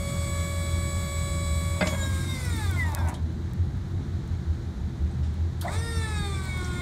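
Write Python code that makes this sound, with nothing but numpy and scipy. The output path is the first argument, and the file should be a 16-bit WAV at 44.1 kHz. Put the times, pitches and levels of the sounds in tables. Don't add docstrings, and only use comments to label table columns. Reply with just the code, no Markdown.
import sys
import numpy as np
from scipy import signal
from scipy.fft import rfft, irfft, next_fast_len
from scipy.io import wavfile

SR = 44100
rng = np.random.default_rng(int(sys.argv[2]) if len(sys.argv) > 2 else 0)


def transcribe(signal):
    frames = np.atleast_2d(signal).T
    limited = np.clip(frames, -1, 1)
    pcm = np.round(limited * 32767).astype(np.int16)
    wavfile.write(sys.argv[1], SR, pcm)


def volts_from_decibels(level):
    exponent = np.asarray(level, float) / 20
    return 10 ** exponent


N = 300321

# (frequency [Hz], density [dB per Hz])
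YARD_RUMBLE = [(15, -57), (25, -24), (54, -8), (73, -3.5), (91, -12.5), (145, -11.5), (195, -13.5),
               (286, -31), (339, -23), (523, -36), (870, -35), (1000, -44.5), (1300, -87), (2200, -120)]
# (frequency [Hz], density [dB per Hz])
FAN_AIR = [(700, -13), (1000, 1.5), (1700, 1), (2100, -3), (2700, -11.5), (3200, -7.5), (3900, -3),
           (5000, -12), (5900, -11.5), (6600, -11), (7500, -15), (10000, -23), (15700, -50)]
YARD_DB, FAN_DB = -34, -53.5
FLOOR_DB = -70.5
# (frequency [Hz], density [dB per Hz])
BED_SHAKE = [(60, -70), (170, -33), (215, 9), (270, 5), (330, 3), (420, -35), (900, -90)]
# (time [s], level [dB])
BED_LEVEL = [(0, -69), (1.8, -60), (2.0, -47), (2.7, -47.5), (3.1, -44), (3.6, -50), (4.4, -52), (4.8, -54),
             (6.3, -63), (6.81, -47)]
# (frequency [Hz], width [Hz], level [dB rms])
PANEL_HUMS = [(122, 3.3, -40), (334.2, 0.9, -53.5)]
# (delay [s], level [dB])
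ECHO_PATHS = [(.0041, -10), (.0093, -3), (0.0173, -16), (0.0273, -5), (.039, -7)]

# (time [s], firing rate [firings per s])
IDLE_RATE = [(0, 42.3), (1.8, 41.9), (2.5, 46), (3.3, 39.8), (3.8, 46.6), (5.0, 36.5), (5.6, 43.5),
             (6.2, 41.2), (6.81, 38.4)]
CYLINDER_LEVELS = [1.5, -8.5, -1.5, 0, -3, -6.5, -3.5, -18]
# (frequency [Hz], width [Hz], level [dB])
EXHAUST_PIPES = [(56, 17, -5.5), (130.46, 2.7, -0.5), (134, 3.7, 2), (167.6, 5.9, 0.5), (185.4, 5.1, -5),
                 (243.3, 12.4, -7), (330, 9.4, -14)]
EXHAUST_DB = -35
# (time [s], lead [cycles], crest [dB], depth [dB])
BOOM_SWELLS = [(0, -0.0069, -28.5, 15), (.3, -0.039, -27.5, 7), (.78, -0.073, -27.5, 4),
               (1.2, -0.49, -27, 9.5), (1.55, -0.27, -27.5, 1.5), (1.9, -0.47, -25.5, 8),
               (2.5, -0.53, -25.5, 9.5), (2.85, -0.63, -27.5, 3), (3.25, -0.5, -26, 10.5),
               (3.6, -0.53, -24, 18), (4.0, -0.36, -22.5, 19.5), (4.5, -0.38, -29.5, 16.5),
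               (4.85, -0.21, -25.5, 13.5), (5.3, -0.29, -24.5, 9.5), (5.7, -0.21, -27, 10),
               (6.3, -0.36, -31.5, 4.5), (6.81, -0.37, -34.5, -3.5)]
# (time [s], level [dB])
ODD_CYCLE_HITS = [
    (3.03, 7),
    (3.428, -1.5),
    (3.61, 3.5),
    (3.79, -4),
    (4.14, -2.5),
    (4.32, 0.5),
    (4.49, 9.5),
    (5.58, -6),
    (6.0, 6.5),
]
CYCLES_PER_S, ODD_CYCLE_S = 5.4, 0.046
THROB_FULLNESS = 0.69

# (time [s], peak [dB], centre frequency [Hz])
STRAW_SNAPS = [(2.3004, -40, 8000), (2.337, -44, 8800), (2.351, -44, 8700), (2.405, -44, 8900),
               (2.4525, -30, 9500), (2.6465, -39, 9200), (2.8685, -39, 7100), (2.4994, -42, 8400),
               (2.5584, -41, 8630), (2.5661, -30, 12000), (2.712, -27, 9600), (2.921, -35, 5720),
               (2.9492, -16.5, 8540), (2.9504, -28, 7000), (2.6304, -40, 9250), (2.9901, -35, 5430),
               (3.0764, -36, 7960), (3.0952, -35, 6640), (3.2324, -51, 6400), (3.328, -52, 11000),
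               (3.4176, -54, 11000), (3.535, -39, 7400), (3.5351, -43, 12500), (3.7718, -49, 6500),
               (3.8845, -54, 9900), (3.91, -52, 12000), (4.0754, -57, 6700), (4.2776, -45, 7100),
               (5.0229, -51, 12500), (5.3417, -48, 9000), (5.5976, -47, 8000), (6.287, -50, 6000),
               (6.4544, -37, 11000), (6.5744, -37, 12000)]
# (time [s], level [dB rms], low edge [Hz], high edge [Hz], 60 dB decay [s])
VALVE_RATTLES = [(1.87, -29.5, 440, 6300, 0.11), (3.078, -38.5, 510, 2200, 0.22),
                 (3.084, -39, 6100, 11000, 0.082), (3.142, -45.5, 3100, 4000, 0.15),
                 (3.1397, -44.5, 3300, 10000, 0.094), (5.11, -61, 7900, 8400, .12),
                 (5.231, -54.5, 2200, 5600, 0.49), (5.23, -65, 7100, 7370, .5),
                 (5.235, -67, 8210, 8600, .5), (5.611, -40, 3000, 4700, 0.15),
                 (5.611, -37.5, 5300, 14000, 0.1), (5.622, -40, 930, 1640, 0.15),
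                 (5.648, -33, 575, 820, 0.45), (5.652, -36, 520, 1020, 0.095), (2.3, -54, 4100, 6500, 3),
                 (2.6, -56, 4000, 6700, 3), (5.675, -40, 1760, 1900, 0.22), (2.97, -33, 1360, 1800, 0.072),
                 (6.645, -40, 5200, 6800, 0.058)]
# (time [s], level [dB], hardness [dB per octave])
ARM_BLOWS = [(1.809, -19.5, 1.5), (1.812, -21.5, 3), (1.817, -19.5, 0), (1.822, -22.5, 1.5),
             (1.827, -18.5, 0), (1.843, -20.5, -5), (1.86, -21.5, -5), (1.877, -21, -8), (1.925, -26, -5),
             (1.935, -26, -2.5), (1.948, -30, -2), (2.024, -28, -11)]
# (frequency [Hz], level [dB], 60 dB decay [s])
ARM_MODES = [(184, -1.5, 0.18), (278, -10, 0.21), (541, -5, 0.051), (618, 0, 0.12), (753, -3.5, 0.041),
             (1000, 0.5, 0.015), (1180, -4.5, 0.055), (1450, -7, 0.064), (1620, -0.5, 0.046),
             (1850, -11, 0.066), (2066, -8, 0.12), (2510, -3, 0.022), (3100, -15, 0.028),
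             (3540, -10.5, 0.056), (4580, -10, 0.016), (5140, -19, .03), (7100, -26, .03)]

# (time [s], whine [dB], oil flow [dB])
CLAMP_EFFORT = [(0, -42.5, -49), (.6, -43, -48), (1.82, -43, -48.5), (1.88, -47, -38.5), (2.1, -52, -40),
                (2.35, -48, -39.5), (2.6, -44.5, -39), (2.82, -39.5, -45), (2.92, -44, -50),
                (3.0, -44, -53), (3.14, -50, -57)]
# (time [s], whine [dB], oil flow [dB])
LIFT_EFFORT = [
    (5.63, -44, -49),
    (5.74, -43.5, -36.5),
    (5.85, -44, -43),
    (6.0, -43, -39.5),
    (6.3, -42.5, -41.5),
    (6.45, -43, -41.5),
    (6.6, -42, -42.5),
    (6.81, -38, -43),
]
FREE_HZ, TEETH = 564, 9
COLD_DROP_HZ = 1.1
GRIP_S, GRIP_SPAN_S, GRIP_DROP_HZ = 1.9809, .1029, 26.4
PACK_S, PACK_SPAN_S, PACK_DROP_HZ = 2.74, .06, 5.3
STALL_S, STALL_SPAN_S, STALL_DROP_HZ = 2.6448, .2596, 338.2
START_S, SPIN_UP_S, START_TOP_HZ = 5.6084, .0652, 529.7
WEIGHT_S, WEIGHT_SPAN_S, WEIGHT_DROP_HZ = 6.0593, .4953, 182.2

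# (harmonic [multiple], level [dB])
FREE_LINES = [(1, 2.5), (2, 0), (3, -5), (4, -1.5), (5, -24.5), (6, -7.5), (7, -8.5), (8, -14), (9, -19.5),
              (10, -25), (11, -30), (12, -13.5), (13, -13.5), (14, -4), (15, -10), (16, -15), (17, -20),
              (18, -23), (19, -32), (20, -30), (21, -33), (22, -26), (23, -27), (24, -24), (25, -34),
              (26, -39), (27, -36)]
# (harmonic [multiple], level [dB])
LOADED_LINES = [(1, 10), (2, -8), (3, -5.5), (4, -5.5), (5, -4.5), (6, 1.7), (7, -3.5), (8, -2), (9, 4),
                (10, 1.5), (12, 3), (14, -3), (17, -2.2), (20, 3), (28, -4), (40, -8.1)]
# (harmonic [shaft multiple], level [dB])
MOTOR_LINES = [(34, -12.5), (56, -16), (113, -18), (128, -19.5)]
# (frequency [Hz], width [Hz], level [dB])
HOUSING_MODES = [(350, 170, -6.5), (456.5, 13, -0.5), (650, 134, 8), (889, 104, 5.5), (1140, 167, 9.5),
                 (1410, 305, 5), (1630, 60, -2), (1870, 120, -7), (2060, 237, 5.5), (2223, 31, 2),
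                 (2440, 330, -6), (3320, 113, -3.5), (3531, 19, 9), (3686, 194, 4), (4010, 190, -11.5),
                 (4560, 230, -8.5), (5186, 250, -7.5), (5426, 26, 1.5), (5880, 220, -6.5), (6700, 56, -8),
                 (7110, 120, 0.5), (7650, 100, -18), (8000, 320, -9.5), (8300, 52, -12), (8800, 630, -5.5),
                 (9500, 540, -23), (11000, 380, -27), (11500, 107, -15), (12171, 356, -20),
                 (12855, 221, -21), (13600, 271, -30)]
# (harmonic [multiple], level [dB])
UNSETTLED_LINES = [(1, 2), (2, -3), (3, -11), (4, -1), (6, 0.5), (7, -9), (8, 1.5)]
SETTLE_S, SETTLE_SPAN_S = .28, .03
# (harmonic [multiple], frequency [Hz],
# width [Hz], level [dB])
HOSE_FLARES = [(1, 336, 60, -15.5), (1, 358, 5.2, 12), (1, 375, 5.6, -17), (1, 462, 77, -5),
               (1, 530, 12.6, -18), (1, 543, 5.6, 8), (2, 806, 29, 9.5), (2, 853, 43, 6),
               (2, 680, 33, -6.5), (2, 1085, 8.4, 10), (3, 693, 130, 29), (3, 1073, 6.1, -13),
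               (3, 1118, 7, -20), (4, 1330, 140, -11), (4, 1488, 16, -7), (4, 1584, 103, -18),
               (3, 1635, 57, 16), (3, 950, 200, 5), (5, 2750, 260, -9), (6, 2880, 170, -5.5),
               (7, 3280, 440, -4.5), (5, 2280, 40, -1), (1, 460, 59, -1.5), (2, 610, 140, -15),
               (9, 5000, 130, -12), (10, 5450, 130, -2.5), (8, 3300, 190, -3), (9, 4100, 150, -9),
               (21, 8200, 440, 5), (22, 8200, 500, 9), (11, 4400, 150, 13), (4, 1640, 460, 20),
               (4, 1753, 43, 6.5), (4, 1763, 150, -7), (4, 2010, 73, -4.5), (4, 2145, 7.8, -20),
               (4, 2238, 43, 9.5), (6, 1500, 232, 6), (6, 1962, 340, 16.5), (6, 2161, 20, -27),
               (6, 2270, 82, -1), (7, 3714, 21, 6), (7, 3810, 43, 15), (11, 4512, 150, 7),
               (13, 7099, 240, 5.5), (13, 7295, 23, 16), (14, 7624, 202, 14), (18, 8340, 300, 2),
               (19, 8700, 380, 4.5), (23, 12850, 150, 2), (16, 8900, 150, -3)]
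# (harmonic [multiple], frequency [Hz], width [Hz], level [dB])
LIFT_HOSE_FLARES = [(3, 1240, 130, 2), (8, 3080, 140, 3), (11, 5100, 90, 8), (11, 4160, 120, 11),
                    (10, 4560, 80, -3), (12, 5400, 300, -1), (16, 7100, 300, -8), (18, 8300, 900, 3),
                    (20, 8300, 470, 8), (21, 8800, 300, -12), (22, 8300, 200, 0), (6, 2230, 130, -2.5),
                    (4, 1750, 180, 0.5), (14, 6300, 300, -3), (17, 7500, 300, 5), (2, 920, 60, 0.5),
                    (1, 426, 36, -5), (2, 890, 53, -5), (4, 1860, 56, 3.5), (9, 3700, 100, 0),
                    (12, 5560, 60, 0), (13, 5900, 300, 1), (5, 2300, 80, -6), (7, 2600, 200, -3),
                    (10, 4360, 300, 2), (6, 1980, 130, 7.5), (11, 4740, 200, -4)]
# (harmonic [multiple], start [s], level [dB])
SQUEEZED_LINES = [(1, 2.49, -12), (4, 2.76, -2.5), (3, 2.76, 1), (8, 2.6, 1), (8, 3.4, 1), (9, 2.85, 0),
                  (12, 2.75, 1), (11, 2.5, -2.5), (19, 2.4, -2), (20, 2.55, 0), (21, 2.55, -10),
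                  (10, 2.35, 4), (12, 2.2, -4), (16, 1.9, -2), (14, 2.43, 2.5), (13, 2.25, -3),
                  (10, 1.9, -3), (11, 1.8, -6), (11, 2.3, 7), (4, 1.98, 2), (6, 2.2, -4), (6, 2.7, 4),
                  (6, 2.87, -3.5), (7, 2.8, -1), (10, 2.75, -6), (13, 2.45, 4), (15, 2.37, 3)]
BITE_S, UNBITTEN_DB = 5.75, -7
THIRD_FADE_S, THIRD_FADE_DB = 1.15, -5
HARMONICS, TOP_HZ = 40, 15700
FREE_BRIGHT_DB, LOADED_BRIGHT_DB = 1.07, 1.93
DULLING_DB, DULLEST_DB = 8.5, -3.5
WANDER_DB = 1.3
FLUTTER_DB, FLUTTER_PER_S = 2.6, 13
LOADED_JITTER, STALL_JITTER, JITTER_FROM_S = .022, .09, 2.68
SIDE_GROWTH_DB, SIDE_GROWTH_FROM = 9, 17
ROUGH_FROM_S, STALL_FLUTTER_DB = 2.95, 3.5

# (frequency [Hz], density [dB per Hz])
OIL_HISS = [(400, -30), (777, -39), (1160, 1.5), (1680, -7.5), (1960, -4.5), (2200, 3.5), (2750, -19.5),
            (3580, -2.5), (4800, -7.5), (6300, -11), (7100, -6.5), (8400, -2.5), (9400, -7.5), (10300, -33)]
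LOADED_HISS_DB = -6
# (frequency [Hz], density [dB per Hz])
BRUSH_SIZZLE = [(8000, -11), (9800, -7.5), (10400, -8.5), (11600, -6), (12200, -11), (13000, -8),
                (13600, -13), (14500, -13), (15700, -13), (15900, -48)]
SIZZLE_DB, SIZZLE_LIFT_DB, SIZZLE_FOLLOWS = -58, -64.5, 0.6
# (frequency [Hz], density [dB per Hz])
FRAME_GROAN = [(350, -42), (480, -12), (590, 3.5), (680, -4), (780, -4), (944, 3.5), (1130, -4),
               (1400, -11), (1700, -12), (2200, -13), (2800, -33.5), (7000, -40)]
GROAN_DB = -58.5
# (time [s], level [dB], rise [s], fall [s])
FRAME_SHUDDERS = [
    (1.95, -48, 0.15, 0.13),
    (2.4, -60, 0.27, 0.17),
    (2.98, -44, 0.2, 0.062),
    (3.09, -44.5, 0.081, 0.11),
    (5.66, -44, 0.012, 0.11),
    (6.5, -55.5, 0.071, 0.36),
]
GRIND_BAND = [614, 1100]
GRIND_S, GRIND_DB, GRIND_RISE_S, GRIND_FALL_S = 3.08, -48, 0.17, 0.065


def rms_one(x):
    return x / np.sqrt(np.mean(x ** 2) + 1e-20)


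def in_time(rows):
    s, *columns = np.transpose(rows)
    return [np.interp(np.arange(N) / SR, s, c) for c in columns]


def smooth_step(t, at, span):
    return .5 + .5 * np.tanh((t - at) / span)


def swell(t, at, rise, fall):
    return np.exp(-((t - at) / np.where(t < at, rise, fall)) ** 2)


def drift(rate, count=1):
    knots = rng.standard_normal((count, int(N / SR * 60) + 62))
    r = np.exp(-2 * np.pi * rate / 60)
    slow = signal.lfilter([1], [1, -r], knots)[:, 60:]
    at = np.arange(N) / SR * 60
    return np.array([np.interp(at, np.arange(len(k)), rms_one(k)) for k in slow])


def shaped(x, gain):
    size = next_fast_len(N + SR // 2)
    hz = np.arange(size // 2 + 1) * SR / size + 1e-3
    return irfft(rfft(x, size) * gain(hz), size)[:N]


def coloured(points):
    hz, db = np.transpose(points)
    return rms_one(shaped(rng.standard_normal(N), lambda f: volts_from_decibels(np.interp(np.log(f), np.log(hz), db))))


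def echoes(hz):
    return 1 + sum(volts_from_decibels(db) * np.exp(-2j * np.pi * hz * late) for late, db in ECHO_PATHS)


def yard():
    rumble = volts_from_decibels(YARD_DB + .5 * drift(24.0)[0]) * coloured(YARD_RUMBLE)
    return rumble + volts_from_decibels(FAN_DB + .5 * drift(5.9)[0]) * coloured(FAN_AIR)


def bed_panels():
    return volts_from_decibels(in_time(BED_LEVEL)[0] + 4.2 * drift(10.0)[0]) * coloured(BED_SHAKE)


def panel_hums():
    t, out = np.arange(N) / SR, np.zeros(N)
    for hz, width, db in PANEL_HUMS:
        level = volts_from_decibels(db) * np.sqrt(2) * volts_from_decibels(0.83 * drift(width)[0])
        out += level * np.sin(2 * np.pi * hz * t + 1.05 * drift(width)[0])
    return out


def exhaust_response(hz):
    gain = volts_from_decibels(-46.0)
    for k, (centre, width, db) in enumerate(EXHAUST_PIPES):
        off_tune = (hz / centre - centre / hz) * centre / width
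        gain = gain + volts_from_decibels(db) / (1 + 1j * off_tune) * 1j ** (k % 2)
    return gain / (1 + (hz / 450) ** 4)


def throb_db():
    t, (lead, crest_db, depth_db) = np.arange(N) / SR, in_time(BOOM_SWELLS)
    dip = np.sin(np.pi * (CYCLES_PER_S * t + lead)) ** 2
    odd_db = sum(db * swell(t, s, ODD_CYCLE_S, ODD_CYCLE_S) for s, db in ODD_CYCLE_HITS)
    return crest_db - depth_db * dip ** THROB_FULLNESS + odd_db + 1.7 * drift(3.9)[0]


def engine():
    fired = np.cumsum(in_time(IDLE_RATE)[0]) / SR
    at = np.flatnonzero(np.diff(np.floor(fired)))
    pulses = np.zeros(N)
    pulses[at] = volts_from_decibels(np.resize(CYLINDER_LEVELS, len(at)) + 3.7 * rng.standard_normal(len(at)))
    pipes = rms_one(shaped(pulses, exhaust_response))
    boom = np.sqrt(2) * np.sin(4 * np.pi * fired + 0.84 * drift(1.17)[0])
    return volts_from_decibels(EXHAUST_DB - 6.0) * pipes + volts_from_decibels(throb_db()) * boom


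def straw():
    out, t = np.zeros(N), np.arange(300) / SR
    for s, db, hz in STRAW_SNAPS:
        snap = np.sin(2 * np.pi * hz * t) * np.exp(-t * hz / 0.52)
        crackle = 0.07 * rng.standard_normal(len(t)) * np.exp(-t / 0.0007)
        out[round(s * SR):][:len(t)] += volts_from_decibels(db + 13.0) * (snap + crackle)
    return signal.sosfilt(signal.butter(2, 4300.0, "high", fs=SR, output="sos"), out)


def rattles():
    out, t = np.zeros(N), np.arange(SR // 3) / SR
    for s, db, low_hz, high_hz, t60 in VALVE_RATTLES:
        band = signal.butter(3, [low_hz, high_hz], "band", fs=SR, output="sos")
        contacts = rms_one(signal.sosfilt(band, rng.standard_normal(len(t))))
        burst = contacts * volts_from_decibels(db - 60 * t / t60) * np.minimum(t / 0.0014, 1)
        start = round(s * SR)
        out[start:][:len(t)] += burst[:N - start]
    return out


def clank():
    (s, db, hardness_db), out = np.transpose(ARM_BLOWS), np.zeros(N)
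    for hz, level_db, t60 in ARM_MODES:
        luck = rng.standard_normal(len(s))
        blow_db = db + level_db - 7.0 + hardness_db * np.log2(max(hz / 600, 1)) + 2.5 * luck
        blows = np.full(N, 1e-18)
        blows[(s * SR).astype(int)] = volts_from_decibels(blow_db) * np.sign(luck)
        r, w = volts_from_decibels(-60 / (t60 * SR)), 2 * np.pi * hz / SR
        out += signal.lfilter([0, np.sin(w)], [1, -2 * r * np.cos(w), r * r], blows)
    return signal.sosfilt(signal.butter(4, 6500, fs=SR, output="sos"), out)


def housing(hz):
    peaks = sum(volts_from_decibels(db) / (1 + ((hz / centre - centre / hz) * centre / width) ** 2)
                for centre, width, db in HOUSING_MODES)
    return volts_from_decibels(-58.0) + peaks


def pump_speed(t):
    clamp = FREE_HZ + .2 - COLD_DROP_HZ * (1 - smooth_step(t, SETTLE_S, 3 * SETTLE_SPAN_S))
    clamp = clamp - GRIP_DROP_HZ * smooth_step(t, GRIP_S, GRIP_SPAN_S)
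    clamp = clamp - PACK_DROP_HZ * smooth_step(t, PACK_S, PACK_SPAN_S)
    clamp = clamp - STALL_DROP_HZ * np.exp(-np.exp((STALL_S - t) / STALL_SPAN_S))
    lift = START_TOP_HZ * (1 - np.exp(np.minimum(START_S - t, 0) / SPIN_UP_S))
    lift = lift - WEIGHT_DROP_HZ * smooth_step(t, WEIGHT_S, WEIGHT_SPAN_S)
    return np.where(t < START_S, clamp, np.maximum(lift, 100))


def line_gain(k, t, mesh_hz, load, loaded_db):
    lifting = t > START_S
    free_db = np.interp(k, *np.transpose(FREE_LINES), right=-60)
    free_db = free_db - 20 * np.log10(abs(housing(k * FREE_HZ)))
    db = (1 - load) * (free_db - loaded_db)
    unsettled_db = np.interp(k, *np.transpose(UNSETTLED_LINES), right=0)
    db = db + unsettled_db * (1 - smooth_step(t, SETTLE_S, SETTLE_SPAN_S))
    for flares, present in ((HOSE_FLARES, load), (LIFT_HOSE_FLARES, lifting)):
        for multiple, centre_hz, width, flare_db in flares:
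            if multiple == k:
                db = db + present * flare_db / (1 + (2 * (k * mesh_hz - centre_hz) / width) ** 2)
    for multiple, s, squeeze_db in SQUEEZED_LINES:
        if multiple == k:
            db = db + squeeze_db * smooth_step(t, s, 0.05) * (t < START_S)
    if k > 4:
        db = db + UNBITTEN_DB * lifting * (1 - smooth_step(t, BITE_S, .03))
    if k == 3:
        db = db + (1.5 - load) * THIRD_FADE_DB * smooth_step(t, THIRD_FADE_S, 0.47)
    return volts_from_decibels(db)


def gear_tone(t, mesh_hz, load, shaft):
    slowed_db = LOADED_BRIGHT_DB + DULLING_DB * np.log2(mesh_hz / FREE_HZ)
    bright_db = (1 - load) * FREE_BRIGHT_DB + load * np.maximum(slowed_db, DULLEST_DB)
    turns = np.array([f(j * shaft) for j in (1, 2, 3, 4) for f in (np.sin, np.cos)])
    side_db = [-19.0, -22.5, -27.0, -41.0]
    uneven = rng.standard_normal((HARMONICS, 2, len(turns))) * volts_from_decibels(np.repeat(side_db, 2))
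    wander = drift(2.5, count=HARMONICS)
    flutter = load * FLUTTER_DB * (drift(FLUTTER_PER_S, count=7) - .15)
    stalling = smooth_step(t, JITTER_FROM_S, .08) * (t < START_S)
    jitter = (LOADED_JITTER + STALL_JITTER * stalling) * flutter[-1]
    tone = np.zeros(N)
    for k, (loud, late), slow in zip(np.arange(HARMONICS) + 1, uneven, wander):
        loaded_db = np.interp(k, *np.transpose(LOADED_LINES))
        main = line_gain(k, t, mesh_hz, load, loaded_db)
        phase = k * (TEETH * shaft + jitter) + k * k
        side = min(k / 3, 1) * (1 - .25 * load)
        side = side * volts_from_decibels((1 - load) * SIDE_GROWTH_DB * (k >= SIDE_GROWTH_FROM))
        lines = (main + side * (loud @ turns)) * np.sin(phase) + side * (late @ turns) * np.cos(phase)
        level_db = loaded_db + bright_db * np.log2(k) + WANDER_DB * (0.57 + k / 14) * slow
        level_db = level_db + flutter[k % 7] * min(k / 8 + 0.86, 1)
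        tone += volts_from_decibels(level_db) * (k * mesh_hz < TOP_HZ) * lines
    return tone


def motor_tone(load, shaft):
    return sum((1 - load) * volts_from_decibels(db) / abs(housing(k * FREE_HZ / TEETH)) * np.sin(k * shaft)
               for k, db in MOTOR_LINES)


def pump():
    t, (whine_db, flow_db) = np.arange(N) / SR, in_time(CLAMP_EFFORT + LIFT_EFFORT)
    running, load = in_time([(0, 1, 0), (1.82, 1, 0), (1.88, 1, 1), (3.1, 1, 1), (3.15, 0, 1),
                             (5.615, 0, 1), (5.64, 1, 1)])
    mesh_hz = pump_speed(t)
    shaft = 2 * np.pi * np.cumsum(mesh_hz * (1 + 0.0003 * drift(5.0)[0])) / SR / TEETH
    tone = gear_tone(t, mesh_hz, load, shaft) + motor_tone(load, shaft)
    whine = shaped(volts_from_decibels(whine_db) * running * tone, housing)
    shudder = drift(30.0)[0]
    rough = smooth_step(t, ROUGH_FROM_S, .12) * (t < START_S)
    whine = whine * volts_from_decibels(STALL_FLUTTER_DB * rough * (shudder - .5))

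    hiss = coloured(OIL_HISS) * (1 + 0.14 * np.sin(TEETH * shaft)) * volts_from_decibels(1.8 * drift(34.0)[0])
    hiss = volts_from_decibels(flow_db + LOADED_HISS_DB * load) * rms_one(shaped(hiss, echoes))
    sizzle_db = np.where(t < START_S, SIZZLE_DB, SIZZLE_LIFT_DB) + SIZZLE_FOLLOWS * (flow_db - flow_db[0])
    sizzle = volts_from_decibels(sizzle_db + 2.0 * drift(25.0)[0]) * coloured(BRUSH_SIZZLE)

    groan = coloured(FRAME_GROAN) * volts_from_decibels(1.1 * shudder)
    strain = sum(volts_from_decibels(db) * swell(t, s, rise, fall) for s, db, rise, fall in FRAME_SHUDDERS)
    grind = rms_one(signal.sosfilt(signal.butter(2, GRIND_BAND, "band", fs=SR, output="sos"), groan))
    grind = volts_from_decibels(GRIND_DB) * swell(t, GRIND_S, GRIND_RISE_S, GRIND_FALL_S) * grind
    return whine + grind + running * (hiss + volts_from_decibels(GROAN_DB) * groan + sizzle) + strain * groan


def scene():
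    background = yard() + bed_panels() + panel_hums() + engine()
    return (background + straw() + rattles() + clank() + pump())[None]


def roll_off(x):
    return signal.sosfilt(signal.butter(12, 16810, fs=SR, output="sos"), x)


def record(dry):
    noise_edge = signal.cheby2(12, 50, 16100, fs=SR, output="sos")
    floor = signal.sosfilt(noise_edge, rng.standard_normal(N))
    band_edge = signal.cheby2(16, 36, 15950, fs=SR, output="sos")
    rounded = .3 * np.tanh(dry / .3)
    mix = signal.sosfilt(band_edge, rounded + volts_from_decibels(FLOOR_DB) * floor)
    return roll_off(mix)


dry = scene()
out = record(dry)
transcribe(out)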